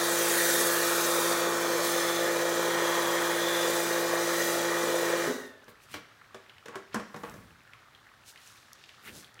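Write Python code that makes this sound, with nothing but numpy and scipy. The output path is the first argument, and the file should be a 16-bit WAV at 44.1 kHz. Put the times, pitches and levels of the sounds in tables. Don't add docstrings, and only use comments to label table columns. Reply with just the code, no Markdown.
import sys
import numpy as np
from scipy import signal
from scipy.fft import rfft, irfft
from scipy.io import wavfile
from scipy.ndimage import uniform_filter1d

SR = 44100
rng = np.random.default_rng(int(sys.argv[2]) if len(sys.argv) > 2 else 0)


def transcribe(signal):
    frames = np.atleast_2d(signal).T
    limited = np.clip(frames, -1, 1)
    pcm = np.round(limited * 32767).astype(np.int16)
    wavfile.write(sys.argv[1], SR, pcm)


N = 414540
TIME = np.arange(N) / SR

SHAFT_HZ, RELEASE_S, COAST_TAU_S = 57.03, 5.271, 2.5
SINCE_RELEASE_S = np.maximum(TIME - RELEASE_S, 0)
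SPEED = np.exp(-SINCE_RELEASE_S / COAST_TAU_S)
# (frequency [Hz], density [dB])
CLICK_SPECTRUM = [(2000, -26), (5500, 8.5), (7000, 5), (9500, 0), (16000, -11)]


def spray():
    # (time [s], level [dB])
    aim = [(0.0, -36), (0.2, -32.5), (0.55, -29.5), (0.74, -32.5), (1.3, -35), (1.49, -43), (1.82, -40.5),
           (1.85, -36), (2.3, -43), (3.45, -42), (3.78, -38), (4.07, -43), (4.5, -37.5), (4.69, -44),
           (5.01, -42), (5.2, -46)]
    # (frequency [Hz], density [dB])
    roar = [(300, -54), (650, -5.5), (850, -8.5), (1150, -1), (1400, -5), (1600, -2.5), (1850, -0.5),
            (2050, -8.5), (2300, -10.5), (2800, -14), (3600, -32.5)]
    hiss = [(1500, -42), (2600, -11.5), (3100, -2), (3500, 3), (4200, 0), (5200, -2.5), (6100, 1.5),
            (7200, -2), (8500, -8.5), (12000, -37)]
    mist = [(100, -55), (1200, -19), (4000, -13), (6500, -3), (8300, 1.5), (10000, 1), (13000, -1.5),
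            (16000, -0.5)]
    aim_db = np.interp(TIME, *np.transpose(aim)) + 37
    shaft_rad = 2 * np.pi * SHAFT_HZ * TIME
    throb = unit(1 + 0.07 * np.cos(3 * shaft_rad) + 0.09 * np.cos(2 * shaft_rad))
    jet = amp(-34.2 + 0.2 * aim_db) * throb * tinted(churn(patchy_db=1.47, flicker_db=0.88), roar)
    jet += amp(-36 + 0.45 * aim_db) * tinted(churn(patchy_db=1.1, flicker_db=0.88), hiss)
    jet += amp(-35 + 0.93 * aim_db) * tinted(churn(patchy_db=1.0, flicker_db=1.07), mist)
    collapse_db = -96 * SINCE_RELEASE_S - 108 * np.maximum(SINCE_RELEASE_S - 0.2, 0)
    return (reflected(jet) + panels()) * amp(collapse_db)


def reflected(jet):
    low_lag_s, high_lag_s, raise_s = 0.00017, 0.000999, 1.08
    lag_s = low_lag_s + (high_lag_s - low_lag_s) * np.tanh(TIME / raise_s)
    heard = jet + 0.2 * np.interp(TIME - lag_s, TIME, jet)
    for mean_s in np.geomspace(0.0017, 0.0048, num=5):
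        heard += 0.1 * np.interp(TIME - mean_s - 0.0002 * wander(rate_hz=0.6), TIME, jet)
    return heard


def panels():
    # (middle [s], half length [s], ring [Hz], ring [dB], drum [Hz], drum [dB])
    passes = [(.38, 0.19, 3700, -59, 1680, -38.5), (1.25, 0.55, 3620, -56, 1210, -38),
              (2.1, 0.22, 3490, -41, 1840, -47), (2.964, 0.44, 3280, -42.5, 960, -35),
              (3.05, 0.47, 3350, -46, 1760, -38.5), (3.553, 0.23, 3470, -39, 1720, -43),
              (4.848, 0.37, 3450, -50, 940, -41.5)]
    out = np.zeros(N)
    for middle_s, half_s, ring_hz, ring_db, drum_hz, drum_db in passes:
        ring = amp(ring_db) * whistle(ring_hz, width_hz=300)
        drum = amp(drum_db) * whistle(drum_hz, width_hz=530)
        out += swell(middle_s, half_s) * (ring + drum)
    return out


def pump():
    # (shaft order, level [dB], waver share)
    harmonics = [(2, -70, 0.78), (3, -49, 0.1), (6, -34.5, 0.13), (7, -52.5, 1), (8, -46, 0.13),
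                 (9, -36.5, 0.31), (10, -46, 1), (11, -50, 0.53), (12, -46, 0.12), (15, -44.5, 0.26),
                 (18, -60, 0.56), (22, -48, 0.49), (24, -48.5, 0.46), (26, -46.5, 0.15), (29, -54, 0.19),
                 (33, -46, 0.39), (41, -59, .3), (42, -48.5, 0.24)]
    # (frequency [Hz], density [dB])
    housing = [(20, -56), (50, -28), (100, -57), (150, -17.5), (205, -14), (250, -4.5), (300, -12),
               (400, 0), (520, 3.5), (640, -1), (760, -12.5), (1500, -17), (4000, -35.5)]
    turns = np.cumsum(SHAFT_HZ * SPEED * (1 + 0.00049 * wander(rate_hz=4.1))) / SR
    hum = amp(-60.5) * np.sqrt(2) * np.sin(2 * np.pi * 120 * TIME)
    for order, db, waver in harmonics:
        sway = 1 + waver * (wander(rate_hz=30) + 1j * wander(rate_hz=13)) / np.sqrt(2)
        tone = unit(sway) * np.exp(2j * np.pi * (order * turns + rng.random()))
        hum += amp(db - 0.5) * np.sqrt(2) * tone.real
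    strokes = 1 + 0.25 * sum(np.cos(2 * np.pi * k * turns) for k in (1, 2, 3))
    whirr = amp(-37) * tinted(strokes * churn(patchy_db=2.45, flicker_db=-0.5), housing)
    jolt = amp(-3) * swell(RELEASE_S + 0.015, half_s=0.017)
    return hum * amp(-220 * SINCE_RELEASE_S) + whirr * (amp(-77 * SINCE_RELEASE_S) + jolt)


def shutoff():
    # (frequency [Hz], level [dB], t60 [s])
    modes = [(173, -38, 0.13), (250, -33.5, 0.55), (269, -35, 0.62), (338, -28, 0.17), (367, -35, 0.57),
             (414, -32, 0.54), (426, -33.5, 0.59), (870, -46, 0.65), (1490, -43, 0.77)]
    slam, t = np.zeros(N), np.arange(SR) / SR
    add(slam, RELEASE_S, ringing(modes, t) * np.minimum(t / 0.003, 1))
    whine_hz = 1990 * SPEED
    overtones = amp(-12) * whistle(2 * whine_hz, width_hz=170)
    overtones += amp(-17) * whistle(1.53 * whine_hz, width_hz=150)
    envelope = amp(-48.5) * swell(RELEASE_S + 0.077, half_s=0.19)
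    whine = envelope * (whistle(whine_hz, width_hz=93) + overtones)
    return whine + slam * (1 + 0.35 * wander(rate_hz=93))


def knocks():
    # (time [s], body [dB], crack [dB], click [dB], thud [Hz], thud re body [dB])
    blows = [(5.68, -40, -50, -60, 418, -4), (5.94, -32, -30.5, -42, 303, -5),
             (6.344, -33.5, -44, -49.5, 390, -5), (6.657, -35, -43, -49.5, 448, -2),
             (6.682, -34, -48, -50, 475, -7), (6.755, -27.5, -41, -43.5, 383, -1.5),
             (6.943, -20.5, -37, -34, 287, -9), (6.956, -22, -46, -57, 212, -1.5),
             (6.997, -30.5, -41, -48, 215, -12), (7.142, -31, -48, -54, 171, -5),
             (7.161, -33, -48, -48, 201, -4), (7.234, -27, -43, -51, 464, -8.5),
             (7.339, -37.5, -60, -53, 173, -3)]
    # (frequency [Hz], level [dB], t60 [s])
    modes = [(480.4, -9.5, 0.18), (594, -6, 0.067), (957, -20, 0.22), (1124, -5, 0.092), (1490, -14, 0.095),
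             (1726, -13, 0.13)]
    # (frequency [Hz], density [dB])
    rattle_spectrum = [(59, -38), (100, -12), (211, -2), (645, -5.5), (768, -8), (1110, -1.5), (1260, -7),
                       (1700, -4.5), (2660, -22), (4500, -28), (5850, -55), (9900, -120)]
    crack_spectrum = [(60, -28), (300, 2), (1000, -7), (2200, -1.5), (3500, -4), (5500, -14), (10000, -32)]
    out, t = np.zeros(N), np.arange(SR // 2) / SR
    snap = decay(t, t60_s=0.023) + amp(-10) * decay(t, t60_s=0.16)
    for start_s, body_db, crack_db, click_db, thud_hz, thud_db in blows:
        rattle = noise(rattle_spectrum, len(t)) * decay(t, t60_s=0.089)
        thud = np.sin(2 * np.pi * thud_hz * t) * decay(t, t60_s=0.074) * np.minimum(t / 0.0082, 1)
        body = amp(-7.5) * (rattle + ringing(modes, t)) + amp(thud_db) * thud
        crack = amp(crack_db) * noise(crack_spectrum, len(t))
        click = amp(click_db) * noise(CLICK_SPECTRUM, len(t))
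        add(out, start_s, (amp(body_db) * body + snap * (crack + click)) * np.minimum(t / 0.0022, 1))
    return out


def ticks():
    # (time [s], level [dB])
    clicks = [(5.643, -52), (7.297, -40), (7.635, -53), (8.475, -44), (8.732, -33), (9.343, -46)]
    out, t = np.zeros(N), np.arange(SR // 50) / SR
    for start_s, db in clicks:
        add(out, start_s, amp(db) * noise(CLICK_SPECTRUM, len(t)) * decay(t, t60_s=0.0055))
    return out


def movement():
    # (peak time [s], length [s], level [dB], centre [Hz])
    scuffs = [(5.95, 0.069, -49.5, 2700), (6.749, 0.034, -45, 1000), (6.936, 0.017, -46, 2260),
              (7.285, 0.086, -49, 1220), (8.859, 0.41, -61.5, 3550), (9.078, 0.044, -45, 1800)]
    swishes = [(5.697, .03, -60, 10960), (5.835, 0.038, -60.5, 6000), (5.934, 0.061, -54, 8000),
               (7.27, .25, -61, 10000), (8.29, 0.047, -50.5, 4840), (8.48, .22, -57, 4150),
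               (9.07, 0.058, -53, 10000), (9.17, 0.1, -50.5, 5070)]
    rumbles = [(5.96, 0.079, -52, 140), (6.975, .07, -50, 130), (7.36, 0.25, -53, 105),
               (9.129, 0.13, -51, 191)]
    return (rubs(scuffs, width_oct=1, rise_share=0.51, grit_db=4)
            + rubs(swishes, width_oct=1.4, rise_share=0.44, grit_db=2)
            + rubs(rumbles, width_oct=1.5, rise_share=0.41, grit_db=1.8))


def rubs(strokes, width_oct, rise_share, grit_db):
    out, t = np.zeros(N), np.arange(SR) / SR - 0.5
    octave = np.log2(np.fft.rfftfreq(SR, 1 / SR) + 1)
    for peak_s, length_s, db, hz in strokes:
        grit = rng.standard_normal(SR)
        grit *= amp(grit_db * unit(uniform_filter1d(rng.standard_normal(SR), size=60)))
        band = (1 + ((octave - np.log2(hz)) / width_oct) ** 2 / 5) ** -5
        side_s = length_s * np.where(t < 0, rise_share, 1 - rise_share)
        envelope = np.exp(1 - np.hypot(1, 1.43 * t / side_s))
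        add(out, peak_s - 0.5, amp(db) * envelope * unit(irfft(rfft(grit) * band, SR)))
    return out


def drips():
    # (time [s], level [dB], pitch [Hz])
    drops = [(6.2143, -44, 1580), (6.4632, -44, 1990), (6.4961, -38, 2930), (6.5824, -43, 3140),
             (7.675, -44, 1700), (7.7348, -37, 2140), (7.9493, -40, 2940), (8.0691, -44, 1630),
             (8.3594, -37, 1850), (8.3754, -39, 2940), (8.577, -42, 3600), (8.8393, -37, 2930),
             (8.8922, -35, 2470), (9.2449, -36, 3450), (9.3924, -35, 2400)]
    out, t = np.zeros(N), np.arange(SR // 20) / SR
    fizz_envelope = decay(t, t60_s=0.02) + amp(-11) * decay(t, t60_s=0.1)
    for start_s, db, hz in drops:
        add(out, start_s, amp(db - 1.5) * drop(hz, rise_cycles=0.6))
        fizz = noise([(hz / 3, -24), (hz, 0), (1.3 * hz, -3), (2 * hz, -20), (16000, -36)], len(t))
        add(out, start_s, amp(db - 11) * fizz * fizz_envelope)
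    return out


def drop(hz, rise_cycles):
    cycles = hz * np.arange(SR // 100) / SR
    return np.sin(2 * np.pi * cycles) * cycles / rise_cycles * np.exp(1 - cycles / rise_cycles)


def runoff(level_db, drops_per_s):
    patter, pitches_hz = np.zeros(N), np.geomspace(1150, 2600, num=10)
    for hz in pitches_hz:
        falls = rng.random(N) < drops_per_s / len(pitches_hz) / SR
        sizes = amp(3 * np.minimum(rng.exponential(1, N), 3))
        patter += signal.oaconvolve(falls * sizes, drop(hz, rise_cycles=1.44))[:N]
    return amp(level_db) * unit(patter)


def driveway(x, wet_db):
    # (frequency [Hz], t60 [s])
    echo_t60 = [(100, 0.37), (300, 0.44), (1800, 0.54), (5000, 0.68), (14000, 0.27)]
    taps = rng.standard_normal(SR) * (rng.random(SR) < 3000 / SR) * (np.arange(SR) > 0.008 * SR)
    hz, t, bands = signal.stft(taps, SR, nperseg=256)
    bands = bands * decay(t, read(echo_t60, hz)[:, None]) / (1 + hz[:, None] / 7000)
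    tail = signal.istft(bands, SR, nperseg=256)[1]
    return x + amp(wet_db) * signal.fftconvolve(x, tail / np.linalg.norm(tail))[:N]


def yard():
    # (frequency [Hz], density [dB])
    spectrum = [(20, -24), (45, -8), (75, -5), (115, 1), (170, -7.5), (350, -9.5), (600, -9), (1200, -6.5),
                (1700, -5), (2400, -15), (3500, -12.5), (5000, -17.5), (9000, -25.5), (15500, -29)]
    return amp(-60.5) * tinted(churn(patchy_db=0.4, flicker_db=0.6), spectrum)


def amp(db):
    return 10 ** (np.asarray(db) / 20)


def unit(x):
    return x / np.sqrt(np.mean(abs(x) ** 2) + 1e-20)


def add(mix, start_s, sound):
    part = mix[round(start_s * SR):][:len(sound)]
    part += sound[:len(part)]


def decay(t, t60_s):
    return amp(-60 * t / t60_s)


def swell(middle_s, half_s):
    return np.exp(-((TIME - middle_s) / half_s) ** 2)


def ringing(modes, t):
    return sum(amp(db) * decay(t, t60_s) * np.sin(2 * np.pi * (hz * t + rng.random()))
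               for hz, db, t60_s in modes)


def read(points, hz):
    points_hz, values = np.transpose(points)
    return np.interp(np.log(hz + 1), np.log(points_hz + 1), values)


def tinted(x, spectrum):
    gain = amp(read(spectrum, np.fft.rfftfreq(len(x), 1 / SR)))
    return unit(irfft(rfft(x) * gain, len(x)))


def noise(spectrum, size):
    return tinted(rng.standard_normal(size), spectrum)


def wander(rate_hz):
    hz = np.fft.rfftfreq(4096, N / SR / 4096)
    slow = irfft(rfft(rng.standard_normal(4096)) / (1 + (hz / rate_hz) ** 4))
    return unit(np.interp(TIME, np.linspace(0, N / SR, len(slow)), slow))


def whistle(hz, width_hz):
    carrier = np.exp(2j * np.pi * np.cumsum(hz * np.ones(N)) / SR)
    pole = np.exp(-np.pi * width_hz / SR)
    x = rng.standard_normal(N)
    for _ in range(2):
        x = 2 * (carrier * signal.lfilter([1 - pole], [1, -pole], x / carrier)).real
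    return unit(x)


def churn(patchy_db, flicker_db):
    bands = signal.stft(rng.standard_normal(N), nperseg=512, noverlap=384)[2]
    patches, flicker = rng.standard_normal((2, *bands.shape))
    patches = unit(uniform_filter1d(uniform_filter1d(patches, size=44, axis=1), size=3, axis=0))
    flicker = unit(uniform_filter1d(uniform_filter1d(flicker, size=4, axis=1), size=90, axis=0))
    bands *= amp(patchy_db * patches + flicker_db * flicker)
    return unit(signal.istft(bands, nperseg=512, noverlap=384)[1][:N])


def scene():
    washer = pump() + shutoff() + spray()
    handling = driveway(knocks() + ticks(), wet_db=-9.5) + movement()
    water = driveway(drips() + runoff(level_db=-64.5, drops_per_s=110), wet_db=-10.5)
    return np.tile(washer + handling + water + yard(), (2, 1))


def record(dry):
    low_hz, high_hz = 42, 15900
    lean = signal.sosfilt(signal.butter(2, low_hz, "highpass", fs=SR, output="sos"), dry)
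    lowpass = signal.firwin(511, high_hz, window=("kaiser", 9), fs=SR)
    return signal.oaconvolve(lean, lowpass[None], "same")


dry = scene()
out = record(dry)
transcribe(out)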